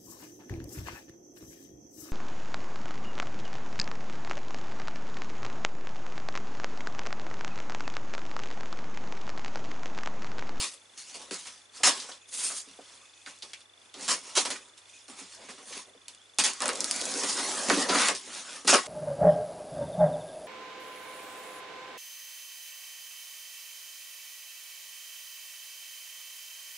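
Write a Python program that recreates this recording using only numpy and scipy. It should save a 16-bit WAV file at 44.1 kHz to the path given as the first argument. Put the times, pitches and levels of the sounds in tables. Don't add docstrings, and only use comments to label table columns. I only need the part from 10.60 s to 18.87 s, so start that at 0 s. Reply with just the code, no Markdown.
import sys
import numpy as np
from scipy import signal
from scipy.fft import rfft, irfft, next_fast_len
from scipy.io import wavfile
from scipy.ndimage import uniform_filter1d

SR = 44100
rng = np.random.default_rng(int(sys.argv[2]) if len(sys.argv) > 2 else 0)


def output_pcm(signal):
    pcm = np.clip(np.atleast_2d(signal).T, -1, 1) * 32767
    wavfile.write(sys.argv[1], SR, np.round(pcm).astype(np.int16))


def gain_from_db(level_db):
    decades = np.asarray(level_db, float) / 20
    return 10 ** decades


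N = 364707
TIME = np.arange(N) / SR
CONTACT_TIME = TIME[::16]
TOP_HZ = 11050


def level(x, db=0):
    return x * gain_from_db(db) / np.sqrt(np.mean(x ** 2))


def band(x, lo_hz, hi_hz, order=2):
    return signal.sosfilt(signal.butter(order, [lo_hz, min(hi_hz, .45 * SR)], "band", fs=SR, output="sos"), x)


def spectrum_hz(size):
    return np.arange(size // 2 + 1) * SR / size


def colour(x, points):
    hz, db = np.transpose(points)
    size = next_fast_len(N)
    gain = gain_from_db(np.interp(np.log(spectrum_hz(size) + 1), np.log(hz), db))
    return irfft(rfft(x, size) * gain, size)[..., :N]


def split(x, hz, steep=3):
    size = next_fast_len(N)
    low = irfft(rfft(x, size) / (1 + (spectrum_hz(size) / hz) ** (2 * steep)), size)[:N]
    return low, x - low


def resonate(x, modes):
    out = 0
    for k, (hz, width, db) in enumerate(modes):
        out = out + (-1) ** k * gain_from_db(db) * signal.lfilter(*signal.iirpeak(hz, hz / max(width, 15), SR), x)
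    return out


def walk(rate):
    k = int(SR / rate)
    held = np.repeat(rng.standard_normal(N // k + 1), k)
    return 0.45 * uniform_filter1d(uniform_filter1d(held, k), k)[:N]


def slips(rate, spread_db, judder_db, judder_rate):
    when, size, sign = rng.random((3, N))
    jerks = (when < rate / SR) * gain_from_db(-spread_db * np.log(size + 1e-9)) * np.sign(sign - .5)
    return jerks * gain_from_db(judder_db * walk(judder_rate))


def patchy(x, db, hold_s, wide_hz):
    hz, s, cells = signal.stft(x, SR, nperseg=512)
    bins, frames = max(int(wide_hz / hz[1]), 1), max(int(hold_s / s[1]), 1)
    field = uniform_filter1d(rng.standard_normal(cells.shape), bins, axis=0)
    field = uniform_filter1d(field, frames, axis=1)
    return signal.istft(cells * gain_from_db(db * field / field.std()), SR, nperseg=512)[1][:N]


def add(out, s, burst):
    i = int(s * SR)
    out[i:i + len(burst)] += burst[:N - i]


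# frequency in Hz, density in dB per Hz.
HISS = [(18, -57), (30, -43), (96, -16), (146, -20), (364, -7), (2690, -9), (2970, -10), (3440, -8.5),
        (3990, -13), (9480, -16.5), (11000, -16.5), (14300, -52), (22000, -120)]


def workshop(push):
    mid, side = colour(rng.standard_normal((2, N)), HISS)
    hiss = level(np.array([mid + 0.76 * side, mid - 0.81 * side]), -61) * gain_from_db(1.1 * walk(10.0))
    low = level(band(rng.standard_normal((2, N)), 35, 163))
    rest_db, pushed_db, follow, smooth_s = -95, -52.5, 0.64, 0.025
    sway = gain_from_db(rest_db) + gain_from_db(pushed_db) * uniform_filter1d(push ** follow, int(smooth_s * SR))
    return hiss + (low[0] + 0.19 * np.array([low[1], -low[1]])) * sway


# frequency in Hz, density in dB per Hz.
TAPE = [(1500, -15.5), (2600, -7.5), (3400, -5.5), (5000, -2), (6500, -0.5), (8000, -3), (9600, -0.5),
        (11000, -10), (14000, -2.5)]


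def film():
    jerks = level(slips(rate=9000, spread_db=0.0, judder_db=3.0, judder_rate=130))
    fibres = slips(rate=400, spread_db=2.2, judder_db=2, judder_rate=12)
    rubbed = patchy(colour(jerks + gain_from_db(11) * fibres, TAPE), db=2.4, hold_s=.05, wide_hz=500)
    hiss, edge = split(rubbed, 7560)
    slack, hiss = split(level(hiss, -2.1), 3000)
    return hiss, level(edge, -1.05), slack


# frequency in Hz, width in Hz, level in dB.
BOX = [(228, 240, -2.5), (259.6, 14.7, 6.5), (379, 25, -6), (402.6, 13, 5), (521, 17.5, 0), (671, 8.4, 5),
       (946, 14, -11)]
# frequency in Hz, width in Hz, level in dB.
FLAPS = [(1175, 380, 7.5), (1280, 23, -25), (1830, 38, -20), (2210, 620, -71)]


def board():
    coarse = slips(rate=4000, spread_db=1.0, judder_db=2.0, judder_rate=38)
    shaken = resonate(coarse, BOX + FLAPS) + 1.0 * coarse
    shaken = signal.lfilter(*signal.butter(2, 2600, fs=SR), shaken)
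    drum, rasp = split(patchy(shaken, db=3.5, hold_s=0.072, wide_hz=250), 830)
    return level(rasp, -1.62), level(drum, -2.26)


def rubbing(gains):
    hiss, edge, slack = film()
    rasp, drum = board()
    return sum(gain * part for gain, part in zip(gains, (hiss, edge, rasp, drum, slack)))


def touch(db, weight, edge_db, rasp_db, slack_db):
    edge = db + edge_db + 0.011 * weight
    rasp = db + rasp_db + 0.43 * weight
    return gain_from_db(2 * np.array([db, edge, rasp, db + weight, db + slack_db]))


def drag(start, length, db):
    bite_s = 0.00043
    after = np.clip(CONTACT_TIME - start - length, 0, 2)
    bite = 20 * np.log10(np.clip((CONTACT_TIME - start) / bite_s, 1e-9, 1))
    return db + bite + np.maximum(-278 * after, -17.5 - 90 * after)


def swell(middle, length, db):
    return db - 10.5 * np.clip(2 * (CONTACT_TIME - middle) / length, -5, 5) ** 2


# start in seconds, drag in seconds, tape hiss in dB, weight on the board in dB.
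CUTS = [(0.0, 0.049, -31.5, -23.5), (.376, 0.027, -44.5, -28), (.495, 0.016, -50.5, -25),
        (.615, 0.013, -48.5, -7), (.79, 0.016, -58, -27), (1.4, 0.008, -59, -10), (1.488, 0.011, -45, -8),
        (1.515, 0.018, -49.5, -9), (4.585, .012, -45, -16), (4.886, 0.023, -46, -2), (4.98, 0.018, -56, 7),
        (6.454, 0.0035, -44, -33), (6.634, .008, -34, -3), (6.685, 0.014, -35, -14),
        (6.785, 0.0077, -36.5, -0.5), (6.312, .012, -45, -31), (6.244, 0.009, -47, -18),
        (.543, 0.0099, -42.5, -29), (.595, 0.026, -49, -9), (.709, 0.04, -40.5, -12),
        (.855, 0.021, -47, -36), (1.233, 0.042, -20.5, -19.5), (1.722, 0.014, -44.5, -19),
        (2.826, 0.0033, -47.5, -5), (2.934, 0.0068, -54, -23), (3.342, 0.091, -52.5, 0),
        (3.479, .007, -28, -23), (3.486, 0.035, -27, -12), (3.754, 0.021, -29.5, -19),
        (3.766, 0.021, -24.5, -11), (3.851, 0.0032, -32.5, -3.5), (3.903, 0.0052, -31.5, -12),
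        (4.483, 0.03, -50, -4), (5.485, 0.0089, -50, -39), (5.787, 0.012, -23, -13),
        (5.839, 0.03, -24.5, -17.5), (7.082, 0.01, -39, 10), (7.098, 0.041, -30.5, 2.5),
        (7.286, 0.069, -31.5, 4), (7.42, 0.083, -36, -4), (7.343, 0.095, -31.5, -2.5),
        (7.482, 0.012, -32.5, -5), (7.55, 0.0051, -35.5, -46), (8.047, 0.02, -45, -11),
        (8.077, 0.031, -19, -8.5), (8.258, 0.011, -42, -6)]


def cuts():
    return sum(touch(drag(s, length, db), weight, edge_db=1, rasp_db=-0.27, slack_db=3)
               for s, length, db, weight in CUTS)


def walls(x):
    t60_s, tail_db, dull_hz = 0.085, -10.5, 11400
    t = np.arange(SR // 2) / SR
    mid, side = rng.standard_normal((2, len(t))) * 1000. ** (-t / t60_s) * (t > .003)
    side = band(side, 650, 14500, order=1)
    tails = signal.lfilter(*signal.butter(1, dull_hz, fs=SR), [mid + 1.4 * side, mid - 0.87 * side])
    tails = tails * gain_from_db(tail_db) / np.sqrt(np.sum(tails ** 2) / 2)
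    return np.array([signal.fftconvolve(x, tail)[:N] for tail in tails])


def camera():
    frame_s, first_tick_s = .04, .0185
    since = (TIME - first_tick_s + frame_s / 2) % frame_s - frame_s / 2
    tone = np.sin(2 * np.pi * (3487 - 9000 * since) * since)
    tick = np.exp(-(since / 0.003) ** 2) * tone * gain_from_db(-51.0 + 1.2 * walk(7.3))
    hum = gain_from_db(-77.5 + 3.1 * walk(10.0)) * np.sin(2 * np.pi * 100 * TIME)
    return tick + hum


# start in seconds, peak in dB, centre in Hz.
BUMPS = [(0.547, -37.5, 465), (0.712, -27.5, 274), (1.492, -35, 890), (2.073, -45.5, 252),
         (2.189, -34, 413), (3.774, -19.5, 527), (4.495, -41.5, 250), (4.614, -41, 237), (4.807, -64, 525),
         (4.888, -36, 410), (4.983, -48, 400), (5.108, -39, 360), (5.349, -45, 330), (6.019, -23, 845),
         (7.102, -24, 980), (7.111, -19, 300), (2.105, -51, 170), (3.46, -48, 170), (5.799, -34.5, 168),
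         (7.104, -15, 453), (7.35, -12.5, 1210), (7.37, -19, 1200), (7.301, -19, 1000),
         (7.484, -14.5, 2020), (7.486, -21, 600), (7.36, -23, 297), (6.09, -19.5, 1480), (6.057, -27, 1110),
         (.6, -44, 400), (.635, -46, 400), (.856, -35, 1520), (.872, -33, 2300), (4.586, -42, 2300),
         (5.126, -32, 2320), (1.275, -13.5, 800), (7.168, -18, 313), (7.297, -20, 258), (0.032, -39, 305),
         (1.203, -36, 523), (1.924, -49, 300), (2.671, -47, 210), (3.421, -41.5, 217), (5.168, -37, 333),
         (5.291, -53, 300), (6.417, -26.5, 500), (6.634, -32.5, 272), (7.675, -39, 300), (8.048, -29, 274),
         (8.128, -8.5, 447), (8.136, -10, 1210), (8.152, -12.5, 404), (8.235, -37, 520), (1.445, -41, 600),
         (7.51, -21.5, 400)]


def bumps():
    out = np.zeros(N)
    t = np.arange(6000) / SR
    for s, db, hz in BUMPS:
        push = rng.standard_normal(len(t)) + 12 * (t == 0)
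        thud = band(push, 0.67 * hz, 1.69 * hz) * (1 - np.exp(-t / 0.00035)) * np.exp(-t / 0.02)
        add(out, s, gain_from_db(db - 3.75) * thud / np.abs(thud).max())
    return out


# middle in seconds, length in seconds, tape hiss in dB,
# weight on the board in dB.
SWEEPS = [(.47, 0.29, -52, -22), (.26, 0.41, -68, -3), (.58, 0.14, -56, -3), (.69, .06, -55.5, -2),
          (0.797, 0.13, -45.5, -37), (0.922, 0.27, -54.5, -16), (1.178, 0.096, -48, -15.5),
          (1.358, 0.25, -40.5, -18), (1.46, 0.042, -62, -14), (4.835, 0.15, -55, 2.5),
          (5.03, 0.066, -55, -15), (2.098, 0.17, -55.5, -14), (2.304, 0.44, -56, -10),
          (2.55, 0.34, -64, -26), (2.72, 0.25, -56.5, -30), (2.893, 0.12, -55, -29), (2.998, 0.1, -59, -18),
          (3.244, 0.21, -62, -8.5), (3.454, 0.12, -39, -18), (3.71, 0.21, -48.5, -10),
          (3.949, 0.27, -64.5, 8.5), (4.186, 0.036, -54.5, -18), (4.36, 0.34, -56.5, -28),
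          (4.62, 0.21, -51, -12), (4.735, 0.099, -50, -17), (4.92, 0.21, -54.5, -10),
          (5.165, 0.13, -42.5, -14.5), (5.603, 1, -65.5, -8), (7.69, 0.11, -45.5, -9),
          (7.769, 0.13, -40, -11.5), (7.927, 0.22, -44, -7.5), (7.61, 0.28, -52.5, -41)]


def sweeps():
    return sum(touch(swell(s, length, db), weight, edge_db=1, rasp_db=-0.27, slack_db=4)
               for s, length, db, weight in SWEEPS)


# middle in seconds, length in seconds, tape hiss in dB,
# weight on the board in dB.
SKIMS = [
    (.135, 0.063, -53, -13),
    (1.69, .03, -56, -14),
    (2.05, 0.065, -67, -22),
    (5.09, 0.1, -51.5, -7.5),
    (5.28, 0.06, -64.5, 7),
    (1.75, 0.044, -41, -38),
    (1.84, 0.18, -34.5, -29.5),
    (1.93, 0.031, -51, -14),
    (1.98, 0.087, -40.5, -37),
]


def skims():
    return sum(touch(swell(s, length, db), weight, edge_db=10, rasp_db=-0.27, slack_db=0.5)
               for s, length, db, weight in SKIMS)


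def cracks(events, crackle_s, boost_db):
    out = np.zeros(N)
    t = np.arange(5000) / SR
    for s, db, hz, tail_db in events:
        noise = rng.standard_normal(len(t))
        step = .8 * noise * np.exp(-t / crackle_s) + 2.5 * (t == 0)
        crack = band(step, .65 * hz, min(3.2 * hz, .95 * TOP_HZ))
        ragged = band(noise[::-1] ** 3, 0.78 * hz, 1.29 * hz)
        tail = level(ragged, tail_db) * np.exp(-t / 0.014)
        add(out, s, gain_from_db(db + boost_db) * (crack / np.abs(crack).max() + tail))
    return out


# start in seconds, peak in dB, centre in Hz, frayed tail in dB.
SNAPS = [(0.3755, -41, 5040, -20), (0.71, -28, 1830, -13), (0.7433, -22.5, 6900, -24),
         (0.852, -37, 5740, -20), (0.8704, -29, 8800, -38), (1.2356, -17, 2080, -9),
         (2.662, -29.5, 1680, -9.5), (2.7876, -41, 6600, -22), (2.8225, -34.5, 3900, -1.5),
         (2.9334, -27.5, 2470, -16.5), (2.9455, -35, 2430, -11), (3.006, -38, 3670, -18),
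         (3.3405, -34.5, 3830, -7), (3.4096, -30, 6260, -13), (3.6371, -36, 6910, -24),
         (3.7526, -21, 4160, -35), (3.8521, -25, 3880, -8), (3.907, -32, 6100, -18),
         (3.955, -33, 1680, -7.5), (4.1785, -38, 3340, -27), (4.4816, -35, 6030, -24),
         (4.7476, -37, 6130, -10), (5.4824, -22.5, 4030, -39), (5.5483, -35, 3760, -25),
         (7.2943, -26.5, 4200, 0), (7.3861, -13, 1950, -21), (7.4185, -14, 5000, -20),
         (7.4853, -9.5, 4400, -19), (1.4, -30.5, 4900, -3), (1.69, -49, 6690, -15),
         (7.101, -13, 1340, -6.5), (1.516, -37.5, 3650, -2), (1.375, -29, 3500, -10),
         (3.695, -38, 5500, -14), (8.072, -24, 3500, -9), (8.183, -32, 1200, -3), (3.495, -22, 5170, -14),
         (3.509, -18, 5500, -14), (6.4134, -20, 4640, -17), (6.9916, -24, 8740, -25),
         (6.576, -19, 9000, -23)]
# start in seconds, peak in dB, centre in Hz.
STRANDS = [(5.7454, -42.0, 9430), (5.7651, -44.0, 4410), (5.7861, -6.0, 6310), (5.8388, -7.0, 6600),
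           (5.9349, -21.0, 6740), (6.0052, -17.0, 5060), (6.021, -11.0, 6580), (6.0576, -12.0, 9000),
           (6.0807, -14.0, 9400), (6.0913, -12.0, 5200), (6.1331, -20.0, 6600), (6.1535, -24.0, 6200),
           (6.157, -21.0, 6230), (6.1739, -23.0, 5930), (6.2062, -8.0, 5200), (6.2441, -7.0, 6900),
           (6.3117, -7.0, 5650), (6.3629, -16.0, 6450), (6.4553, -15.0, 8000), (6.5404, -17.0, 5840),
           (6.6359, -14.0, 5050), (6.698, -18.0, 9330), (6.7884, -18.0, 5380), (7.0869, -17.0, 8590),
           (7.0992, -8.0, 6000), (7.5498, -23.0, 6620), (8.048, -34.0, 8600), (8.0764, -8.0, 7040)]


def snaps():
    strands = [(s - .0001, db, hz, -28) for s, db, hz in STRANDS]
    return cracks(SNAPS, crackle_s=.002, boost_db=0) + cracks(strands, crackle_s=.00025, boost_db=2.5)


# start in seconds, drag in seconds, tape hiss in dB,
# weight on the board in dB.
SCRAPES = [(2.664, 0.031, -50, -9), (.87, 0.019, -49.5, -31), (1.268, 0.02, -35, -0.5),
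           (1.9, 0.018, -45.5, -6), (3.955, 0.0082, -48, -18), (6.005, 0.014, -39, -5.5),
           (6.021, 0.0054, -40, 5.5), (6.057, 0.037, -37.5, -2), (5.92, 0.066, -51, -11),
           (7.18, 0.038, -41, 4.5), (7.39, 0.085, -32, -6), (8.128, 0.019, -23, -9.5)]


def scrapes():
    return sum(touch(drag(s, length, db), weight, edge_db=1, rasp_db=5.5, slack_db=3)
               for s, length, db, weight in SCRAPES)


# start in seconds, strength in dB, length in seconds.
RATTLES = [
    (1.605, -63.5, 0.058),
    (2.4, -65, 0.097),
    (2.538, -64.5, 0.097),
    (4.008, -60, 0.034),
    (4.293, -53, 0.0083),
    (4.331, -58, 0.053),
]
# frequency in Hz, width in Hz, level in dB.
BLADE = [(2530, 200, -1), (6070, 230, -8), (6960, 250, -4), (9100, 300, -10)]
# start in seconds, end in seconds, first pitch in Hz, last pitch in Hz, level in dB.
SQUEAK = (5.53, 5.69, 2600, 3900, -62)


def blade():
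    shake = np.zeros(N)
    t = np.arange(8000) / SR
    for s, db, length in RATTLES:
        add(shake, s, gain_from_db(db + 23.0) * rng.standard_normal(len(t)) * np.exp(-(t / length) ** 3))
    start, end, low_hz, high_hz, db = SQUEAK
    along = np.clip((TIME - start) / (end - start), 0, 1)
    hz = (low_hz + (high_hz - low_hz) * along) * (1 + 0.035 * walk(440))
    squeak = gain_from_db(db + 2.4 * walk(80)) * np.sin(np.pi * along) * np.sin(2 * np.pi * np.cumsum(hz) / SR)
    ring = resonate(resonate(shake, BLADE), [(hz, width, 0) for hz, width, db in BLADE])
    return ring + squeak


# time in seconds, tape hiss in dB, weight on the board in dB.
SLIT = [
    (6.08, -61, 3),
    (6.13, -44.5, 4.5),
    (6.34, -36, -7),
    (6.47, -37, -5),
    (6.72, -32.5, -8.5),
    (7.08, -35.5, -2),
    (7.23, -30.5, -6),
    (7.28, -40.5, 4.5),
    (7.32, -65, 6),
]


def slit():
    s, db, weight = np.transpose(SLIT)
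    hiss_db = np.interp(CONTACT_TIME, s, db, -200, -200)
    return touch(hiss_db, np.interp(CONTACT_TIME, s, weight), edge_db=2, rasp_db=-2, slack_db=-17)


def contact():
    power = cuts() + sweeps() + skims() + scrapes() + slit()
    return [np.interp(TIME, CONTACT_TIME, np.sqrt(p)) for p in power]


def bass_cut(x, hz):
    return signal.sosfilt(signal.butter(7, hz, "high", fs=SR, output="sos"), x)


# time in seconds, left minus right in dB.
LEAN = [
    (0.0, 0),
    (2.12, -1),
    (2.95, -1.0),
    (4.38, -1.5),
    (7.51, -0.5),
    (8.27, -0.5),
]


def scene():
    gains = contact()
    knocks = bumps()
    work = bass_cut(rubbing(gains) + snaps() + blade(), 208) + bass_cut(knocks, 178)
    lean_db = np.interp(TIME, *np.transpose(LEAN)) * np.array([[.5], [-.5]])
    push = 0.78 * gains[0] + 2.6 * gains[3] + gain_from_db(12) * np.abs(knocks)
    return (work + walls(work)) * gain_from_db(lean_db) + workshop(push) + camera()


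def band_limit(x):
    return signal.sosfilt(signal.butter(12, 12340, fs=SR, output="sos"), x)


def record(dry):
    steep = signal.cheby2(14, 36, 1.038 * TOP_HZ, fs=SR, output="sos")
    narrow = signal.sosfiltfilt(steep, dry)
    mix = np.tanh(0.58 * narrow) / 0.61
    return band_limit(mix)


dry = scene()
out = record(dry)
output_pcm(out)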